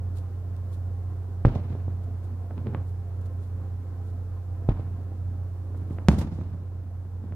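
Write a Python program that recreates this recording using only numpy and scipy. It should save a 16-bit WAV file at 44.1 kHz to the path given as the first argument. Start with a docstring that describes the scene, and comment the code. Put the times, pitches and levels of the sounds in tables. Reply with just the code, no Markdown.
"""Distant fireworks over water

Night, far across open water: two mortar launches, then one shell burst, each a shock with a deep boom.
Every bang rolls away along the shore and slaps back off buildings, some over a second later.
Underneath, a diesel engine hums steadily over the town's low wash; something rustles faintly close by."""
import sys
import numpy as np
from scipy import signal
from scipy.fft import rfft, irfft
from scipy.io import wavfile
from scipy.ndimage import uniform_filter1d

SR = 44100
rng = np.random.default_rng(int(sys.argv[2]) if len(sys.argv) > 2 else 0)


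def to_wav(sig):
    """Store sig (one row per channel, or 1-D mono) as 16-bit WAV at the path in sys.argv[1].

    Samples outside -1..1 are clipped; the rate is SR.
    """
    pcm = np.clip(np.atleast_2d(sig), -1, 1) * 32767
    pcm = np.round(pcm).astype(np.int16)
    wavfile.write(sys.argv[1], SR, pcm.T)  # frames by channels


N = 324135

# stereo image of sound from all around: f/Hz, left-right likeness
STEREO_LIKENESS = [(60, 0.82), (130, 0.99), (290, 0.96), (640, 0.9), (1410, 0.5), (3100, -0.37),
                   (6820, -0.017), (15000, 0.08)]
# tone of the town's wash: f/Hz, level/dB
WASH_EQ = [(15, -20.5), (30, -3.5), (64, -6.5), (118, -3), (158, -8), (230, -3.5), (340, -8.5), (600, -15),
           (1000, -21), (1500, -25), (2300, -34.5), (4500, -39), (8000, -43), (15500, -43.5)]
# narrow bands that stand out of the background: f/Hz, width/Hz, boost/dB
STEADY_PEAKS = [(266, 11.3, 3.5), (433, 37, 4.5), (508, 19, 5), (689, 19, 8), (792, 21, 8.5),
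                (1047, 40, 6.5), (1318, 22, 5.5)]
# stereo lean of wash and engine: f/Hz, left minus right/dB
TOWN_PAN = [(60, 1), (110, -4), (200, -1), (380, -2.0), (700, -2.0), (1290, -2), (2380, -1.5), (4400, 0),
            (8120, 0.5), (15000, 0.5)]
# harmonics of the engine's two-turn cycle, the sixth being the firing rate: multiple, level/dB
ENGINE_ORDERS = [(2, -57), (3, -48), (4, -56), (5, -60), (6, -31), (7, -46.5), (8, -47), (9, -65),
                 (12, -57)]
# soft rustles: t/s, level/dB, half-width/s
RUSTLE_HITS = [(0.179, -57.5, 0.015), (.566, -57.5, 0.00092), (0.738, -60.5, 0.015), (2.04, -65, .005),
               (2.248, -67, .012), (2.89, -68, .02), (3.216, -63, 0.0034), (3.262, -61.5, 0.0058),
               (3.438, -69, 0.028), (4.08, -69.5, 0.025), (5.774, -66.5, 0.0091), (5.927, -68, 0.034)]
# tone of a rustle: f/Hz, level/dB
RUSTLE_EQ = [(500, -26), (2000, -12), (3500, 2.5), (6000, -4), (9500, -2), (13000, -6.5), (16000, -19.5)]
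# tone of sound scattered by the rough shore: f/Hz, level/dB
SCATTER_EQ = [(30, 0.5), (90, 5.5), (140, 2.5), (250, 5), (450, -0.5), (900, 1), (2000, -6.5), (4000, -5),
              (8000, -6), (15000, 0.5)]
# decay of the roll along the shore: f/Hz, t60/s
ROLL_DECAY = [(50, 11), (200, 6), (600, 3.7), (2000, 5.4), (5000, 3.5), (12000, 0.6)]
# railings and trees spray back only treble, more so for a bang overhead:
# delay/s, mortar level/dB, shell level/dB, low cut/Hz, decay/s
THICKET_ECHOES = [(.03, -25, -9, 2010, .025), (0.102, -8.5, -1, 6550, 0.013),
                  (.129, -25, -8.5, 1000, 0.016), (0.255, -18, -18, 4200, 0.071)]
# walls, reached by one path from the mortar on the ground and another from the shell overhead:
# mortar delay/s, mortar level/dB, shell delay/s, shell level/dB, thud-crack crossover/Hz, crack/dB,
# clutter/dB, clutter decay/s
WALL_ECHOES = [(0.017, -9.5, .022, -19, 447, -17.5, 4, 0.007),
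               (0.032, -23.5, .029, -17.5, 2500, -9, 2, 0.0073),
               (0.1069, -9.5, .0975, -16, 620, -30, -1.5, 0.011),
               (0.139, -16.5, .162, -19.5, 260, -31, -4, 0.026),
               (.252, -14.5, .236, -18, 280, -21, -9.5, 0.019),
               (0.301, -19.5, .302, -19, 750, -23, -3.5, .015),
               (0.336, -34.5, .327, -23, 1390, -14, -8.5, 0.0071),
               (.430, -18, .460, -26.5, 815, -30, -8, 0.03),
               (1.0585, -21, .966, -33.5, 1500, -22, -1.5, 0.02),
               (1.129, -19, 1.080, -36, 494.4, -5.5, 1.5, 0.036),
               (1.219, -9.5, 1.155, -21.5, 433, -10, -1.5, 0.038),
               (1.297, -12.5, 1.238, -25.5, 2260, -5.5, -3, 0.059)]
# two mortar launches, then the shell burst: t/s, level/dB, swing/Hz, swing decay/s, boom/Hz, boom/dB,
# direct high cut/Hz, bounce delay/s, bounce/dB, splash/dB, roll/dB, reflection low cut/Hz,
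# reflection high cut/Hz, near echoes/dB, far echoes/dB, glint of the echoed crack/dB
BANG_CUES = [(1.4508, -3.5, 109, 0.0097, 41, -10.5, 1500, 0.0039, -9, -11, -10.5, 260, 3900, 0.5, 0, -4.5),
             (4.6888, -6, 110.4, 0.007, 42.6, -9, 755, 0.00253, -15.5, -6, -13, 227, 3120, -6.5, -3, -12),
             (6.0854, -1.7, 150.5, 0.0048, 69.5, -10.5, 10800, .0053, -2, -10, -8, 50, 9200, -1.5, 0, -11)]

WALL_RISE, THICKET_RISE = 0.46, 0.28  # clutter's build-up time as a share of its decay time


def gain_of(db):
    """Decibels to gain."""
    return 10 ** (np.asarray(db) / 20)


def unit_rms(x):
    """Scales to rms 1."""
    return x / np.sqrt(np.mean(x ** 2) + 1e-20)


def curve_at(points, hz):
    """Reads a table on a log-frequency axis."""
    f, value = np.transpose(points)
    return np.interp(np.log(hz + 1), np.log(f + 1), value)


def add(mix, s, sound):
    """Lays a stereo sound into the mix at s seconds."""
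    part = mix[:, max(round(s * SR), 0):][:, :sound.shape[1]]
    part += sound[:, :part.shape[1]]


def eq(x, curve):
    """Colours a sound by a table of f/Hz, level/dB."""
    size = x.shape[-1]
    return irfft(rfft(x) * gain_of(curve_at(curve, np.fft.rfftfreq(size, 1 / SR))), size)


def passed(x, hz, kind, order=2):
    """Causal low-pass or high-pass."""
    return signal.sosfilt(signal.butter(order, np.clip(hz, 5, .45 * SR), kind, fs=SR, output="sos"), x)


def drift(hz):
    """Random wander of rms 1, rolling off above hz."""
    rolloff = np.exp(-(np.fft.rfftfreq(N, 1 / SR) / hz) ** 2)
    return unit_rms(irfft(rfft(rng.standard_normal(N)) * rolloff, N))


def diffuse(size):
    """Noise from all around: nearly mono in the bass, wide in the treble."""
    left, unrelated = rfft(rng.standard_normal((2, size)))
    likeness = np.clip(curve_at(STEREO_LIKENESS, np.fft.rfftfreq(size, 1 / SR)), -1, 1)
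    right = likeness * left + np.sqrt(1 - likeness ** 2) * unrelated
    return irfft(np.array([left, right]), size)


def frontal(x, lead_s=.000046):
    """A wave from almost dead ahead arrives on the left just before the right."""
    hz = np.fft.rfftfreq(len(x), 1 / SR)
    right = irfft(rfft(x) * np.exp(-2j * np.pi * hz * lead_s), len(x))
    return np.array([x, right])


def town_wash(level_db=-48, swell_db=0.98, swell_below_hz=1700, patchy_db=1.5):
    """The distant town: a dark noise bed with a few narrow bands standing out; its body swells and fades, its
    hiss is even."""
    hz, _, bands = signal.stft(eq(diffuse(N), WASH_EQ), SR, nperseg=4096)
    patches = uniform_filter1d(rng.standard_normal(bands.shape[1:]), size=6, axis=0)
    patches = unit_rms(uniform_filter1d(patches, size=4, axis=1))
    peaks_db = sum(db / (1 + (2 * (hz - centre) / width) ** 2) for centre, width, db in STEADY_PEAKS)
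    colour_db = peaks_db[:, None] + patchy_db * patches / (1 + (hz[:, None] / 2000) ** 2)
    noise = unit_rms(signal.istft(bands * gain_of(colour_db), nperseg=4096)[1][:, :N])
    body = passed(noise, swell_below_hz, "low", order=1)
    hiss = noise - body
    return gain_of(level_db) * (hiss + body * gain_of(swell_db * drift(14)))


def engine(cycle_hz=14.98, waver_db=-1.22, wander=0.0001):
    """A governed six-cylinder diesel; unequal cylinders add weak orders around the firing rate."""
    cycles = np.cumsum(cycle_hz * (1 + wander * drift(1.0))) / SR
    hum = sum(gain_of(db) * np.sqrt(2) * np.cos(2 * np.pi * (order * cycles + rng.random()))
              for order, db in ENGINE_ORDERS)
    return hum * gain_of(waver_db * drift(11))


def rustles(grain_db=2.5):
    """Short, grainy brushes of bright noise close by."""
    t = np.arange(N) / SR
    envelope = sum(gain_of(db) / (1 + ((t - s) / width_s) ** 2) for s, db, width_s in RUSTLE_HITS)
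    return envelope * unit_rms(eq(diffuse(N), RUSTLE_EQ) * gain_of(grain_db * drift(300)))


def through_air(pulse, delay_s, cut_at_1s_hz=4830, slope=.55):
    """The longer the path, the more top end the air takes."""
    return passed(pulse, cut_at_1s_hz / delay_s ** slope, "low", order=3)


def scattered(pulse, taps):
    """Smears a pulse over many small reflections, scaled to energy 1 on the left."""
    return signal.fftconvolve(pulse[None], taps / np.linalg.norm(taps[0]), axes=1)


def clutter(pulse, delay_s, decay_s, rise):
    """Many small surfaces at about one distance: their echo builds up to the delay, then tails off."""
    t = np.arange(2 * SR) / SR - delay_s
    envelope = np.exp(-np.maximum(t, -t / rise) / decay_s)
    return scattered(pulse, eq(diffuse(len(t)), SCATTER_EQ) * envelope)


def thickets(pulse, overhead):
    """Each thicket answers a blast with a short hiss."""
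    out = np.zeros((2, 2 * SR))
    for delay_s, mortar_db, shell_db, low_cut_hz, decay_s in THICKET_ECHOES:
        spray = passed(through_air(pulse, delay_s), low_cut_hz, "high", order=1)
        gain = gain_of(shell_db if overhead else mortar_db)
        add(out, 0, gain * clutter(spray, delay_s, decay_s, THICKET_RISE))
    return out


def shore_roll(pulse, rise_s=0.0011, near_s=0.059, lumpy_db=2.5):
    """Reflections from ever farther ground: a lumpy tail that fades with distance, top end first."""
    t = np.arange(SR) / SR
    hz, frame_s, bands = signal.stft(eq(diffuse(SR), SCATTER_EQ), SR, nperseg=256)
    decay = gain_of(-60 * frame_s / curve_at(ROLL_DECAY, hz)[:, None])
    taps = signal.istft(bands * decay, SR, nperseg=256)[1][:, :SR]
    envelope = (1 - np.exp(-(t / rise_s) ** 2)) / np.sqrt(1 + (t / near_s) ** 2)
    return scattered(pulse, taps * envelope * gain_of(lumpy_db * drift(40)[:SR]))


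def walls(pulse, near_db, far_db, glint_db, overhead, far_s=0.8, low_cut_hz_per_s=69):
    """Each wall slaps back amid the clutter of nearby buildings; the farther it is, the less bass."""
    out = np.zeros((2, 2 * SR))
    for mortar_s, mortar_db, shell_s, shell_db, split_hz, crack_db, clutter_db, decay_s in WALL_ECHOES:
        delay_s, db = (shell_s, shell_db) if overhead else (mortar_s, mortar_db)
        carry_db = np.interp(delay_s, [0, far_s], [near_db, far_db])
        echo = gain_of(db + carry_db) * through_air(pulse, delay_s)
        echo = passed(echo, low_cut_hz_per_s * delay_s, "high", order=1)
        thud = passed(echo, split_hz, "low", order=3)
        crack = gain_of(crack_db) * passed(echo, split_hz, "high", order=3)
        # restless air lets only a glint of the crack arrive in one piece
        add(out, delay_s, frontal(thud + gain_of(glint_db) * crack))
        add(out, 0, gain_of(clutter_db) * clutter(thud + crack, delay_s, decay_s, WALL_RISE))
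    return out


def blast(swing_hz, decay_s, boom_hz, boom_db, boom_s=0.033):
    """A shock front: pressure jumps, swings under zero and settles, leaving a deep boom."""
    t = np.arange(8192) / SR
    shock = np.exp(-t / decay_s) * np.cos(2 * np.pi * swing_hz * t)
    boom = gain_of(boom_db) * np.exp(-t / boom_s) * np.sin(2 * np.pi * boom_hz * t)
    return shock - boom


def bang(s, db, swing_hz, decay_s, boom_hz, boom_db, direct_cut_hz, bounce_s, bounce_db, splash_db,
         roll_db, low_cut_hz, high_cut_hz, near_db, far_db, glint_db):
    """One bang: the direct hit, its bounce off the ground, its roll along the shore and its echoes."""
    out = np.zeros((2, N))
    overhead = s > 6  # the late cue is the shell
    shock = gain_of(db) * blast(swing_hz, decay_s, boom_hz, boom_db)
    # a path that grazes the surface rounds the attack more than paths through the open air
    direct = passed(shock, direct_cut_hz, "low", order=3)
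    aloft = passed(passed(shock, high_cut_hz, "low"), low_cut_hz, "high", order=1)
    # soft, rough ground bounces the lows and sprays the highs
    bounce = passed(aloft, hz=760, kind="low", order=1)
    splash = clutter(passed(aloft, hz=2500, kind="high"), bounce_s, decay_s=0.0044, rise=THICKET_RISE)
    add(out, s, frontal(direct))
    add(out, s + bounce_s, gain_of(bounce_db) * frontal(bounce))
    add(out, s, gain_of(splash_db) * splash)
    add(out, s, gain_of(roll_db) * shore_roll(aloft))
    add(out, s, walls(aloft, near_db, far_db, glint_db, overhead))
    add(out, s, gain_of(near_db) * thickets(aloft, overhead))
    return out


def scene():
    """The mix: town bed and fireworks, both leaning slightly right, with the rustles up close."""
    left, right = town_wash() + engine()
    town = np.array([eq(left, [(hz, db / 2) for hz, db in TOWN_PAN]),
                     eq(right, [(hz, -db / 2) for hz, db in TOWN_PAN])])
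    fireworks = sum(bang(*cue) for cue in BANG_CUES) * gain_of([[-.45], [.45]])
    return town + fireworks + rustles()


def record(dry, threshold_db=-3.0, sink_db_per_s=0.15, attack_s=0.0069, high_cut_hz=15800):
    """The gain sinks slowly throughout, ducks on the loudest peaks and stays down; then a steep high cut."""
    over_db = np.maximum(20 * np.log10(abs(dry).max(0) + 1e-9) - threshold_db, 0)
    sink_db = sink_db_per_s * np.arange(N) / SR
    held_db = np.maximum.accumulate(over_db - sink_db) + sink_db
    pole = np.exp(-1 / (attack_s * SR))
    ducked = dry / gain_of(signal.lfilter([1 - pole], [1, -pole], held_db))
    high_cut = signal.firwin(255, high_cut_hz, window=("kaiser", 8), fs=SR)
    return signal.oaconvolve(ducked, high_cut[None], "same")


dry = scene()
out = record(dry)
to_wav(out)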